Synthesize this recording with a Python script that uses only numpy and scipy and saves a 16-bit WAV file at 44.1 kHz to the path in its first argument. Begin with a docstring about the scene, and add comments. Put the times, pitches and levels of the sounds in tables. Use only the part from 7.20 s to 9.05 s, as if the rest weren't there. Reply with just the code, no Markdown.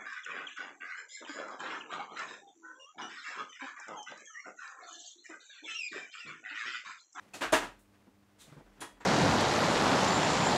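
"""A wooden workbench in a small, live room, where someone works on cable with hand snips.
The tools clack three times and rattle briefly on the bench; a sleeve swishes, a hand bumps and scuffs the top,
and the steel snips click twice more. Behind it are faint mains hum and room air.
Hard contacts are bursts of room echo plus decaying tones of wood and steel. Bumps, cloth and air
are filtered noise. The hum, the low thumps and the sway of the bench are sine tones."""
import sys
import numpy as np
from scipy import signal
from scipy.fft import rfft, irfft
from scipy.io import wavfile
from scipy.ndimage import uniform_filter1d

SR = 44100
rng = np.random.default_rng(int(sys.argv[2]) if len(sys.argv) > 2 else 0)


def inscribe(sig):
    """Save sig as 16-bit PCM at rate SR to the path in sys.argv[1].

    A 1-D sig is mono; a 2-D sig holds one channel per row.
    Samples are clipped to [-1, 1] before scaling.
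    """
    pcm = np.round(np.clip(np.atleast_2d(sig).T, -1, 1) * 32767)
    wavfile.write(sys.argv[1], SR, pcm.astype(np.int16))


N = 81585  # length in samples
T = np.arange(N) / SR  # time in the scene, seconds
TAIL = np.arange(2 ** 15) / SR  # time since a contact, seconds


def amp(db):
    """Turn decibels into gain."""
    return 10 ** (np.asarray(db) / 20)


def unit(x, span_s=None):
    """Scale to rms 1, overall or as if all the energy lay in a short span."""
    samples = len(x) if span_s is None else span_s * SR
    return x / np.sqrt(np.sum(x ** 2) / samples)


def noise(count):
    """White noise: an independent random value for every sample."""
    return rng.standard_normal(count)


def colour(x, points):
    """Filter through (Hz, dB) points, with a response that never starts before its input."""
    hz, db = np.array(points, float).T
    half = 2 ** 12
    grid_hz = np.maximum(np.linspace(0, SR / 2, half + 1), 1)
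    gain_db = np.interp(np.log(grid_hz), np.log(hz), db)
    # folding the cepstrum forward in time gives the minimum-phase filter
    cepstrum = irfft(np.log(amp(gain_db)))
    cepstrum[1:half] *= 2
    cepstrum[half + 1:] = 0
    response = irfft(np.exp(rfft(cepstrum)))
    return signal.fftconvolve(x, response)[:len(x)]


def lowpass(x, hz):
    """Dull the sound above a corner pitch with a second-order low-pass."""
    sos = signal.butter(2, min(hz, SR / 2 - 1), fs=SR, output="sos")
    return signal.sosfilt(sos, x)


def fade(t60_s, rise_s):
    """A quick rise times an exponential decay that drops 60 dB in t60_s."""
    rise = 1 - np.exp(-TAIL / rise_s)
    return rise * np.exp(-np.log(1000) * TAIL / t60_s)


def add(out, start_s, x):
    """Mix a sound in at its time."""
    i = int(start_s * SR)
    out[i:i + len(x)] += x[:N - i]


def walk(rate_hz, t=T):
    """Random drift with rms 1: straight lines between random values, rate_hz of them a second."""
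    return unit(np.interp(t * rate_hz, np.arange(2 ** 10), noise(2 ** 10)))


# mains hum tones: pitch_hz, level_db
HUM_TONES = [(100, -80), (199.6, -71.5), (300.5, -74.5)]
# spectrum of the room air: pitch_hz, level_db (per Hz, relative)
AIR_SPECTRUM = [(15, -44.5), (25, -18.5), (110, -4), (156, -17.5), (204, -7.5), (305, -8.5), (331, -20.5),
                (378, -13), (648, -15), (1020, -18.5), (2230, -25), (15500, -37.5)]
AIR_DB, HUM_WAVER_DB = -69.5, 0.5


def background():
    """Room air is steady filtered noise; mains hum is a few sine tones with wavering levels."""
    hum = np.zeros(N)
    for pitch_hz, level_db in HUM_TONES:
        level = amp(level_db + HUM_WAVER_DB * walk(2))
        hum += level * np.sin(2 * np.pi * (pitch_hz * T + rng.random()))
    air = unit(colour(noise(N), AIR_SPECTRUM))
    return np.sqrt(2) * hum + amp(AIR_DB) * air


# pushes that set the bench swaying: start_s, level_db
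BENCH_PUSHES = [(.25, -57), (.31, -53), (.405, -62.5), (1.36, -65.5), (1.44, -62.5), (1.72, -63)]
SWAY_HZ, SWAY_RISE_S, SWAY_T60_S = 41, 0.015, 0.71
SWAY_PITCH_DRIFT = 0.094  # rms share of the pitch


def sway():
    """The whole bench wobbles at a very low, drifting pitch that dies away after each push."""
    size = np.zeros(N)
    for start_s, level_db in BENCH_PUSHES:
        add(size, start_s, amp(level_db) * fade(SWAY_T60_S, SWAY_RISE_S))
    pitch_hz = SWAY_HZ * (1 + SWAY_PITCH_DRIFT * walk(25))
    cycles = np.cumsum(pitch_hz) / SR
    return np.sqrt(2) * size * np.sin(2 * np.pi * cycles)


# sleeve swishes: start_s, level_db, rise_s, fall_s, treble_tilt_db (per octave, around 1000 Hz)
SLEEVE_SWISHES = [(0.587, -68.5, .008, 0.042, 8.5), (1.182, -55, 0.036, .05, -1)]
# spectrum of a swish before its tilt: pitch_hz, level_db (per Hz, relative)
SLEEVE_SPECTRUM = [(100, -4), (600, -8), (1500, -5.5), (2800, -3), (3600, 5), (4800, -4.5), (8000, 1),
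                   (11000, -6.5), (15500, -15)]
# spectrum of the scuffing: pitch_hz, level_db (per Hz, relative)
SCUFF_SPECTRUM = [(60, -11), (300, 0.5), (1200, -4.5), (2200, -6.5), (4000, -16), (7500, -19), (11000, -27),
                  (15500, -34.5)]
# how loudly hands and cable scuff over time: time_s, level_db
SCUFF_LEVEL = [(0, -65.5), (.12, -67), (.5, -73), (.65, -76), (.77, -70.5), (1.0, -76.5), (1.15, -73),
               (1.33, -63.5), (1.5, -70.5), (1.55, -67.5), (1.72, -68), (1.85, -79)]
SCUFF_GRAIN_DB, SCUFF_GRAIN_HZ = 2.02, 90  # size and rate of the random level changes


def cloth():
    """Rubbing makes noise: sleeve swishes over the grainy scuffing of hands and cable."""
    out = np.zeros(N)
    for start_s, level_db, rise_s, fall_s, tilt_db in SLEEVE_SWISHES:
        tilted = [(hz, db + tilt_db * np.log2(hz / 1000)) for hz, db in SLEEVE_SPECTRUM]
        hiss = unit(colour(noise(N), tilted))
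        shape = np.minimum(T / rise_s, 1) * np.exp(-np.maximum(T - rise_s, 0) / fall_s)
        add(out, start_s, amp(level_db) * hiss * shape)
    grainy = noise(N) * amp(SCUFF_GRAIN_DB * walk(SCUFF_GRAIN_HZ))
    scuff = unit(colour(grainy, SCUFF_SPECTRUM))
    time_s, scuff_db = np.array(SCUFF_LEVEL).T
    return out + scuff * amp(np.interp(T, time_s, scuff_db))


# how the room builds up and how its lingering part dies; shared by bumps and clacks
ROOM_RISE_S, LATE_T60_S = 0.0036, 0.32
# soft bumps of the hand: start_s, level_db, thump_db (relative), dullness_corner_hz, room_db (relative)
HAND_BUMPS = [(.868, -56, -21, 800, -30.5), (1.275, -61.5, 2.5, 600, -8), (1.317, -53.5, 1.5, 1580, 4),
              (1.365, -52, 1.5, 1190, -5), (1.400, -54.5, -24, 980, -22), (1.459, -60, -20, 2010, -6),
              (1.57, -58.5, -35, 2020, -14), (1.593, -56, -7.5, 2000, -16), (1.765, -59.5, -20, 1730, -7)]
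THUMP_HZ, THUMP_T60_S, THUMP_RISE_S = 149, 0.091, 0.0092
PAT_T60_S, PAT_RISE_S = 0.0837, 0.00456


def bumps():
    """Soft contacts: a dull pat of filtered noise and a low, decaying thump of the bench top."""
    out = np.zeros(N)
    thump = fade(THUMP_T60_S, THUMP_RISE_S) * np.sin(2 * np.pi * THUMP_HZ * TAIL)
    thump = unit(thump, 0.018)
    for start_s, level_db, thump_db, corner_hz, room_db in HAND_BUMPS:
        shape = fade(PAT_T60_S, PAT_RISE_S) + amp(room_db) * fade(LATE_T60_S, ROOM_RISE_S)
        pat = colour(noise(len(TAIL)) * shape, [(80, -20.5), (260, 3), (600, -6), (3000, -11.5)])
        pat = unit(lowpass(pat, corner_hz), 0.012)
        add(out, start_s, amp(level_db) * (pat + amp(thump_db) * thump))
    return out


RING_WOBBLE_RAD, RING_WOBBLE_HZ = 0.38, 111  # reflections keep shifting the phase of each ring


def ring(modes, rise_s):
    """Decaying tones that build up and waver as the sound fills the room."""
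    out = np.zeros(len(TAIL))
    for pitch_hz, level_db, t60_s in modes:
        start_cycles = rng.random()
        wobble = RING_WOBBLE_RAD * walk(RING_WOBBLE_HZ, TAIL)
        tone = np.sin(2 * np.pi * (pitch_hz * TAIL + start_cycles) + wobble)
        out += amp(level_db) * fade(t60_s, rise_s) * tone
    return out


# the room falls quickly at first, then lingers; treble above TREBLE_HZ has its own decays
EARLY_T60_S, EARLY_TREBLE_T60_S = 0.27, 0.22
LATE_TREBLE_T60_S, LATE_DB, TREBLE_HZ = 0.33, -11.5, 5000
# uneven first reflections: level scatter, time to smooth out, length of each grain
REFLECTION_SCATTER_DB, DIFFUSE_S, GRAIN_S = 3.5, 0.029, 0.0003


def room(contact_s):
    """A crunching contact and its first reflections melt into a smooth tail; treble falls faster at first."""
    grains = noise(len(TAIL))[(TAIL / GRAIN_S).astype(int)]  # hold each random value for one grain
    scatter_db = REFLECTION_SCATTER_DB * np.exp(-TAIL / DIFFUSE_S) * grains
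    echoes = noise(len(TAIL)) * amp(scatter_db)
    echoes /= np.sqrt(uniform_filter1d(echoes ** 2, size=300))  # even out the slower level changes
    # filtering forward and then backward leaves no delay, so the two bands add up exactly
    low = lowpass(lowpass(echoes, TREBLE_HZ)[::-1], TREBLE_HZ)[::-1]
    high = echoes - low
    rise_s = ROOM_RISE_S + contact_s  # a longer contact builds up more slowly
    low_fade = fade(EARLY_T60_S, rise_s) + amp(LATE_DB) * fade(LATE_T60_S, rise_s)
    high_fade = fade(EARLY_TREBLE_T60_S, rise_s) + amp(LATE_DB) * fade(LATE_TREBLE_T60_S, rise_s)
    return low * low_fade + high * high_fade


# tool clacks: start_s, level_db, bass_db, middle_db, treble_db (tone of the crack), contact_s,
# bench_ring_db, tool_ring_db (both relative to the crack), ringing_part (of the tool)
TOOL_CLACKS = [(0.1348, -44, 11, -2.5, 5, 0.0056, -27, -7.5, "shank"),
               (0.208, -39, 9, 7, 0, 0.0044, -1, -14, "shank"),
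               (0.2169, -33.5, 3.5, 4, -5, 0.0034, -10.5, -12.5, "body"),
               (0.3218, -24, 5, -9, -3.5, 0.00052, -16.5, -17.5, "jaws"),
               (0.3259, -26, -6.5, 2.5, 0, 0.0012, -1.5, 0.5, "body"),
               (0.345, -39, 0, 1, -4.5, 0.0069, -14, -15, "shank"),
               (0.418, -42.5, 15, 4, -4.5, 0.002, -3.5, -27, "shank"),
               (0.439, -45.5, 16, -11.5, -8.5, 0.0032, -4, -11, "shank"),
               (1.6041, -50, -10, -5.5, 11.5, 0.0013, -46, -1, "jaws"),
               (1.611, -45, 3, 2, -1.5, 0.001, 1, -9.5, "jaws"),
               (1.801, -53.5, 8, 3.5, -7, 0.0021, -1, -16.5, "handles")]
# spectrum of a crack before its own tone: pitch_hz, level_db (per Hz, relative)
CRACK_SPECTRUM = [(50, -40), (115, -17.5), (190, -19), (290, -6), (520, -6.5), (700, -2), (1000, -3),
                  (1850, -4.5), (2200, -8.5), (2700, -7.5), (4600, -15), (7300, -15), (9800, -22),
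                  (10500, -26.5), (13000, -27.5), (15500, -38.5)]
# ringing of the bench top: pitch_hz, level_db (relative), t60_s
BENCH_RING = [(135, -15.5, .3), (290.1, -4, .26), (341, -8, 0.3), (444.5, -8.5, .25), (948, -4, 0.22),
              (990, -5.5, .25), (1062, -6.5, 0.18), (1230, -10.5, 0.24), (1280, -8, 0.27), (1460, -12, 0.2),
              (1562, -11.5, 0.18), (1675, -3.5, 0.21), (1872, -4.5, 0.25), (1931, -10, 0.13)]
# ringing of the steel, a list for each part of the tools: pitch_hz, level_db (relative), t60_s
STEEL_RING = {"jaws": [(3324, -4, .33), (3822, -10, .24), (4020, -10.5, .26), (6890, -6.5, 0.23),
              (7294, -3, 0.19), (7445, -4.5, .24), (7040, -11.5, .25), (9350, -1, 0.22), (9660, -1.5, 0.2),
              (9830, -4, .23), (9950, -4.5, 0.13)], "shank": [(2525, -0.5, .15), (2640, -0.5, 0.14),
              (4390, -9, .25), (6928, -10, .22), (7350, -7, 0.12), (9528, -8, 0.16), (14560, -22, .16)],
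              "body": [(450.5, -13, 0.18), (632.4, 0, .15), (2898, -17.5, 0.16), (3646, -20, .2),
              (6250, -23, .18)], "handles": [(3120, 6, .15), (6690, 11, 0.22), (7630, 14, 0.2),
              (7960, -10, .2)]}
BENCH_RISE_S, STEEL_RISE_S = 0.0055, 0.0028


def clacks():
    """Hard contacts crack through the room and ring the bench and one part of a tool."""
    out = np.zeros(N)
    bench = unit(ring(BENCH_RING, BENCH_RISE_S), 0.029)
    steel = {part: unit(ring(modes, STEEL_RISE_S), 0.035) for part, modes in STEEL_RING.items()}
    for start_s, level_db, bass_db, middle_db, treble_db, contact_s, bench_db, steel_db, part in TOOL_CLACKS:
        crack = unit(colour(room(contact_s), CRACK_SPECTRUM), 0.029)
        tone = [(130, bass_db), (550, 0.0041), (1500, middle_db),
                (3500, (middle_db + treble_db) / 2), (8000, treble_db)]
        crack = colour(crack, tone)
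        ringing = amp(bench_db) * bench + amp(steel_db) * steel[part]
        add(out, start_s, amp(level_db) * (crack + ringing))
    return out


def scene():
    """Everything reaches one microphone, so all the layers add up in one channel."""
    mix = background() + sway() + cloth() + bumps() + clacks()
    return mix[None]


TOP_HZ = 15650


def record(dry):
    """A steep low-pass removes the highest treble, above TOP_HZ."""
    sos = signal.ellip(10, 0.2, 70, TOP_HZ, fs=SR, output="sos")
    return signal.sosfilt(sos, dry)


dry = scene()
out = record(dry)
inscribe(out)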